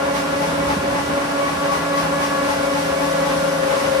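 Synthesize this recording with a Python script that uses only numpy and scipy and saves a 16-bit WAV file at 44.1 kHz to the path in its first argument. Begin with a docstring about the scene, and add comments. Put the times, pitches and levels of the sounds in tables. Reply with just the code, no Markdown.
"""Gears sing over a broad roar, swelling with each roller turn of a paper-converting machine.
Their meshing teeth sound a harmonic series, and a tight spot on the roller rings two short notes.
The paper web hisses and swishes, the drive hums and its inverter whines. Early on something bumps
dully amid a low rumble; towards the end the listener moves closer and a sideband, beating against
the second gear harmonic, makes it throb at the motor's rate."""
import sys
import numpy as np
from scipy import signal
from scipy.fft import rfft, irfft
from scipy.io import wavfile

SR = 44100
rng = np.random.default_rng(int(sys.argv[2]) if len(sys.argv) > 2 else 0)


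def file_out(sig):
    """Save sig as 16-bit WAV at sys.argv[1]."""
    # one column per channel
    cols = np.atleast_2d(sig).T
    # limit, then scale
    lim = np.clip(cols, -1, 1)
    pcm = np.round(lim * 32767).astype(np.int16)
    wavfile.write(sys.argv[1], SR, pcm)


N = 176400
T = np.arange(N) / SR
MESH_HZ, MOTOR_HZ = 281.85, 27.3

# Mesh harmonics. Each row: harmonic number, base level in dB, left-right balance in dB,
# right-ear lag in radians, base swell in dB, time of one swell in seconds, roughness from 0 to 1.
MESH_HARMONICS = [(2, -27.2, -0.5, -1.25, 2.6, 0.1, 0.25), (3, -40, -10, -2.9, -5.5, .2, 0.82),
                  (4, -33.3, 6, -1.2, 0.5, 0.13, 0.35), (5, -41.5, 0, -1.2, 5, 0.037, 0.5),
                  (6, -39, 2, -1.2, 1.2, 0.046, 0.45), (7, -42, 0, 1.6, 3, 0.162, 0.9),
                  (8, -45.5, -32, 2.5, 4, 0.115, 0.84), (10, -50, 8, 2, 0.5, .15, 0.7)]
# Gains of harmonics four and six along the walk. 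Each row: time in seconds, gain in dB.
FOURTH_GAIN = [(0, -3), (1.3, -4), (1.44, 7), (1.56, 0), (1.7, 9.5), (1.8, 1), (2, 9.5), (2.22, 1),
               (2.36, 9), (2.46, 0), (4, -3)]
SIXTH_GAIN = [(0, -1), (.6, -1), (1.2, -3), (2.05, 3), (2.35, 4), (2.95, -3), (3.06, 6), (3.3, -4), (4, 0)]
# The sideband's level and left-right balance. Each row: time in seconds, value in dB.
SIDEBAND_LEVEL = [(0, -28.5), (.7, -30.5), (1.3, -35), (1.9, -32.5), (2.6, -26.5), (3.3, -24.5),
                  (3.8, -22.5), (4, -20.5)]
SIDEBAND_PAN = [(0, 5), (1.5, -4.5), (2.8, 8), (3.4, 2), (3.9, 12)]
def gears():
    """Modulation: each turn varies the harmonics' level and phase; a sideband beats with the second."""
    throb_db, throb_pan_db = in_time(SIDEBAND_LEVEL), in_time(SIDEBAND_PAN)
    nearer_db = throb_db - throb_db.mean()
    sideband_db = throb_db + 1.5 * np.cos(roller_angle(zero_s=.052))
    out = tone(2 * MESH_HZ - MOTOR_HZ, sideband_db, throb_pan_db, rough=.15, lag=-1.6)
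    walk_db = {2: .28 * nearer_db, 4: in_time(FOURTH_GAIN), 6: in_time(SIXTH_GAIN)}
    for multiple, db, pan_db, lag, swell_db, swell_s, rough in MESH_HARMONICS:
        k, angle = round(multiple), roller_angle(swell_s)
        if k == 2:  # moves with the sideband and swells less where that is loud
            pan_db = pan_db + throb_pan_db / 2
            swell_db = swell_db * np.exp(-.17 * nearer_db)
        level_db = db + walk_db.get(k, 0) + swell_db * np.cos(angle)
        out = out + tone(k * MESH_HZ, level_db, pan_db, rough, lag, wobble=-.18 * k * np.sin(angle))
    return out


# Roller turns. Each row: time in seconds, levels of the lower and upper ring in dB, swish gain in dB.
ROLLER_TURNS = [(.17, -28, -24.5, -1.5), (.44, -23, -29, -5.5), (.71, -22.5, -34, -4.5),
                (.975, -24.5, -38, -11), (1.23, -36, -38, -14), (1.48, -40, -38, -7), (1.74, -31, -28, -3),
                (1.99, -31, -24, -1), (2.24, -30, -24, -1), (2.511, -27, -26.5, -2), (2.78, -25, -28, -5),
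                (3.03, -25, -34, -7), (3.28, -28, -38, -7), (3.54, -33, -38, -11), (3.81, -27, -32, -5)]
# The two rings. Each row: frequency in Hz, left-right balance in dB, right-ear lag in radians,
# roughness from 0 to 1.
RING_TONES = [(857.3, 4, 1.35, 0.16), (1127, 7, -3, .3)]
def tight_spot(width_s=.021):
    """Periodic excitation: once a turn, the roller's tight spot briefly rings two gear tones."""
    envelopes = sum(from_db([[lower_db], [upper_db]]) * gaussian(s, width_s)
                    for s, lower_db, upper_db, _ in ROLLER_TURNS)
    return sum(envelope * tone(hz, 0, pan_db, rough, lag)
               for envelope, (hz, pan_db, lag, rough) in zip(envelopes, RING_TONES))


# Hum of the motor and of the frame. Each row: time in seconds, level in dB.
MOTOR_LEVEL = [(0, -29.5), (1.4, -30), (1.74, -32.5), (1.9, -30), (2.8, -29), (2.96, -35), (3.04, -26.5),
               (3.14, -32), (3.42, -30.5), (3.55, -33), (4, -33.5)]
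FRAME_LEVEL = [(.1, -40.5), (.45, -34), (1, -38), (1.35, -42.5), (1.6, -39.5), (2.1, -32.5), (2.6, -43),
               (2.8, -34.5), (3.65, -34.5), (3.8, -51)]
# Weaker hums and the inverter's whine. Each row: frequency in Hz, level in dB,
# left-right balance in dB, roughness from 0 to 1.
DRIVE_TONES = [(82.4, -49.5, -0.5, 0.4), (197.3, -42.5, 5, 0.4), (251, -45, 0, 0.46),
               (268, -43.5, -7, 0.17), (278.9, -43.5, -5, 0.35), (398.5, -44, 2, 0.67),
               (426.5, -44, -26, 0.07), (663.2, -37, -3, 0.84), (1078, -40, -3, 0.64),
               (1394, -41, -1, 0.73), (1518, -46.5, 1, 0.73)]
INVERTER_TONES = [(7607, -57, 2, .55), (8000, -56.5, -1, .55), (8393, -62, -2, .55)]
def drive():
    """Forced vibration: motor and frame hum at steady pitches, and the inverter whines high above."""
    motor = tone(285.3, in_time(MOTOR_LEVEL), pan_db=-4.6, rough=.15)
    frame = tone(165, in_time(FRAME_LEVEL), pan_db=-3.5, rough=.075)
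    return motor + frame + sum(tone(*row) for row in DRIVE_TONES + INVERTER_TONES)


# Spectrum of the roar. Each row: frequency in Hz, density in dB per Hz.
ROAR_SPECTRUM = [(22, -98), (40, -88), (55, -65), (80, -60.5), (98, -66.5), (125, -64.5), (155, -56.5),
                 (195, -60.5), (215, -60), (265, -56.5), (340, -62), (420, -57.5), (500, -57.5),
                 (660, -54.5), (760, -59.5), (830, -52), (930, -58.5), (1080, -53), (1230, -60),
                 (1450, -59), (1850, -64.5), (2750, -68), (4200, -77.5), (9000, -103)]
def roar(flutter_db=1.17):
    """Incoherent addition: bearings, belts and fans blur into one broad noise in the hall."""
    return room_noise(ROAR_SPECTRUM) * from_db(flutter_db * drift(16))


# Spectra of the web's hiss and swish. Each row: frequency in Hz, base density in dB per Hz.
HISS_SPECTRUM = [(1000, -71.5), (2700, -71), (4200, -72.5), (5700, -72.5), (7200, -77.5), (10000, -77.5),
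                 (11800, -82.5), (14000, -86.5), (15000, -92)]
SWISH_SPECTRUM = [(800, -77), (1900, -61), (2800, -66), (4200, -69.5), (5800, -67.5), (7500, -77.5),
                  (11000, -75.5), (15000, -88)]
# Course of the hiss. Each row: time in seconds, gain in dB.
HISS_GAIN = [(0, -1.5), (.6, 0), (1.3, -.7), (2.4, -.3), (2.84, 2), (2.98, .6), (3.1, 2.6), (3.25, .8),
             (3.37, 3), (3.52, 1), (4, 2)]
def paper(flutter_db=.45, attack_s=.028, release_s=.05):
    """Friction noise: the running web hisses, and swishes over the roller as it turns."""
    hiss = room_noise(HISS_SPECTRUM) * from_db(in_time(HISS_GAIN) + flutter_db * drift(5.6))
    strokes = sum(from_db(db) * gaussian(s, np.where(T < s, attack_s, release_s))
                  for s, _, _, db in ROLLER_TURNS)
    return hiss + strokes * room_noise(SWISH_SPECTRUM)


# Dull knocks. Each row: start in seconds, level in dB, frequency in Hz, 60 dB decay time in seconds.
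KNOCKS = [(.665, -27, 66, .25), (.766, -12, 195, .075)]
def bumps(contact_s=.003):
    """Damped oscillation: each soft knock starts one low mode that decays exponentially."""
    out = 0
    for start, db, hz, t60 in KNOCKS:
        age = np.maximum(T - start, 0)
        attack = 1 - np.exp(-age / contact_s)
        decay = np.exp(-np.log(1000) * age / t60)
        out = out + from_db(db) * attack * decay * np.sin(2 * np.pi * hz * age)
    return out


# Spectrum of the rumble at its height. Each row: frequency in Hz, density in dB per Hz.
RUMBLE_SPECTRUM = [(25, -100), (45, -71), (65, -54.5), (100, -59), (200, -56.5), (300, -55.5), (600, -81),
                   (2000, -130)]
def rumble():
    """Amplitude envelope: low noise rises and dies away around the bumps."""
    return room_noise(RUMBLE_SPECTRUM) * gaussian(.87, width_s=.31)


# Likeness of the two ears. Each row: frequency in Hz, correlation from -1 to 1.
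EAR_CORRELATION = [(30, .95), (300, .92), (420, .6), (560, .1), (1500, 0), (3000, -.2), (4300, .2),
                   (5800, .2), (7500, -.15), (10000, .4), (11500, -.2)]
# Lean of the noise. Each row: frequency in Hz, left-right balance in dB.
NOISE_BALANCE = [(50, 0), (280, -4), (450, 9), (650, 7), (1100, 0), (2200, -0.1), (4200, 0.5), (6800, 4),
                 (8200, -1), (9700, -3), (11500, 0)]
def room_noise(spectrum):
    """Diffuse field: noise of the given density reaches the ears alike in the bass, less so above."""
    hz = np.arange(N // 2 + 1) * SR / N
    mid, side = rfft(rng.standard_normal((2, N)))
    alike = at_hz(EAR_CORRELATION, hz)
    pair = np.sqrt(1 + alike) * mid + np.sqrt(1 - alike) * side * [[1], [-1]]
    gains = panned(at_hz(NOISE_BALANCE, hz)) * from_db(at_hz(spectrum, hz))
    return irfft(pair * gains, N) * np.sqrt(SR) / 2


def tone(hz, db, pan_db, rough, lag=0, wobble=0):
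    """Interference: a direct tone adds to a wandering rough share that the room scatters."""
    alike = np.clip(at_hz(EAR_CORRELATION, hz), 0, 1)
    shared, left, right = [(drift(11) + 1j * drift(11)) / np.sqrt(2) for _ in range(3)]
    scatter = np.sqrt(alike) * shared + np.sqrt(1 - alike) * np.array([left, right])
    amplitude = np.sqrt(1 - rough ** 2) + rough * scatter
    phase = 2 * np.pi * (hz * T + rng.random()) + wobble - np.array([[0], [lag]])
    return np.sqrt(2) * from_db(db) * panned(pan_db) * (amplitude * np.exp(1j * phase)).real


def roller_angle(zero_s):
    """Phase of rotation in radians: one cycle per roller turn, zero near the given time."""
    times = np.array(ROLLER_TURNS)[:, 0]
    period = np.diff(times).mean()
    padded_times = [times[0] - 2 * period, *times, times[-1] + 2 * period]
    turns = np.interp(T, padded_times, [-2, *range(len(times)), len(times) + 1])
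    return 2 * np.pi * (turns - (zero_s - times[0]) / period)


def drift(corner_hz):
    """Low-pass noise: a slow random wander with a standard deviation of 1."""
    step, settle = 40, 2000  # audio samples per slow sample; slow samples for the filter to settle
    pole = np.exp(-2 * np.pi * corner_hz * step / SR)
    white = rng.standard_normal(N // step + settle + 2)
    slow = signal.lfilter([1], [1, -2 * pole, pole * pole], white)[settle:]
    return np.interp(np.arange(N) / step, np.arange(len(slow)), slow / slow.std())


def panned(pan_db):
    """Constant-power panning: left and right gains that differ by pan_db."""
    gains = from_db(np.array([[.5], [-.5]]) * pan_db)
    return gains / np.sqrt(np.mean(gains ** 2, axis=0))


def gaussian(peak_s, width_s):
    """Gaussian envelope with a peak of 1."""
    return np.exp(-((T - peak_s) / width_s) ** 2 / 2)


def from_db(db):
    """Amplitude ratio from decibels."""
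    return 10 ** (np.asarray(db) / 20)


def in_time(rows):
    """Linear interpolation over time."""
    return np.interp(T, *np.transpose(rows))


def at_hz(points, hz):
    """Interpolation on a log-frequency axis."""
    frequencies, values = np.transpose(points)
    return np.interp(np.log(np.maximum(hz, 1)), np.log(frequencies), values)


def scene():
    """Superposition: the pressures of all the sources add."""
    return gears() + tight_spot() + drive() + roar() + paper() + rumble() + bumps()


def record(dry, low_cut_hz=38, high_cut_hz=16000):
    """Band limiting: the deepest bass is removed, and the top is cut steeply."""
    dry = signal.sosfilt(signal.butter(4, low_cut_hz, "high", fs=SR, output="sos"), dry)
    return signal.sosfilt(signal.cheby2(16, 70, high_cut_hz, fs=SR, output="sos"), dry)


dry = scene()
out = record(dry)
file_out(out)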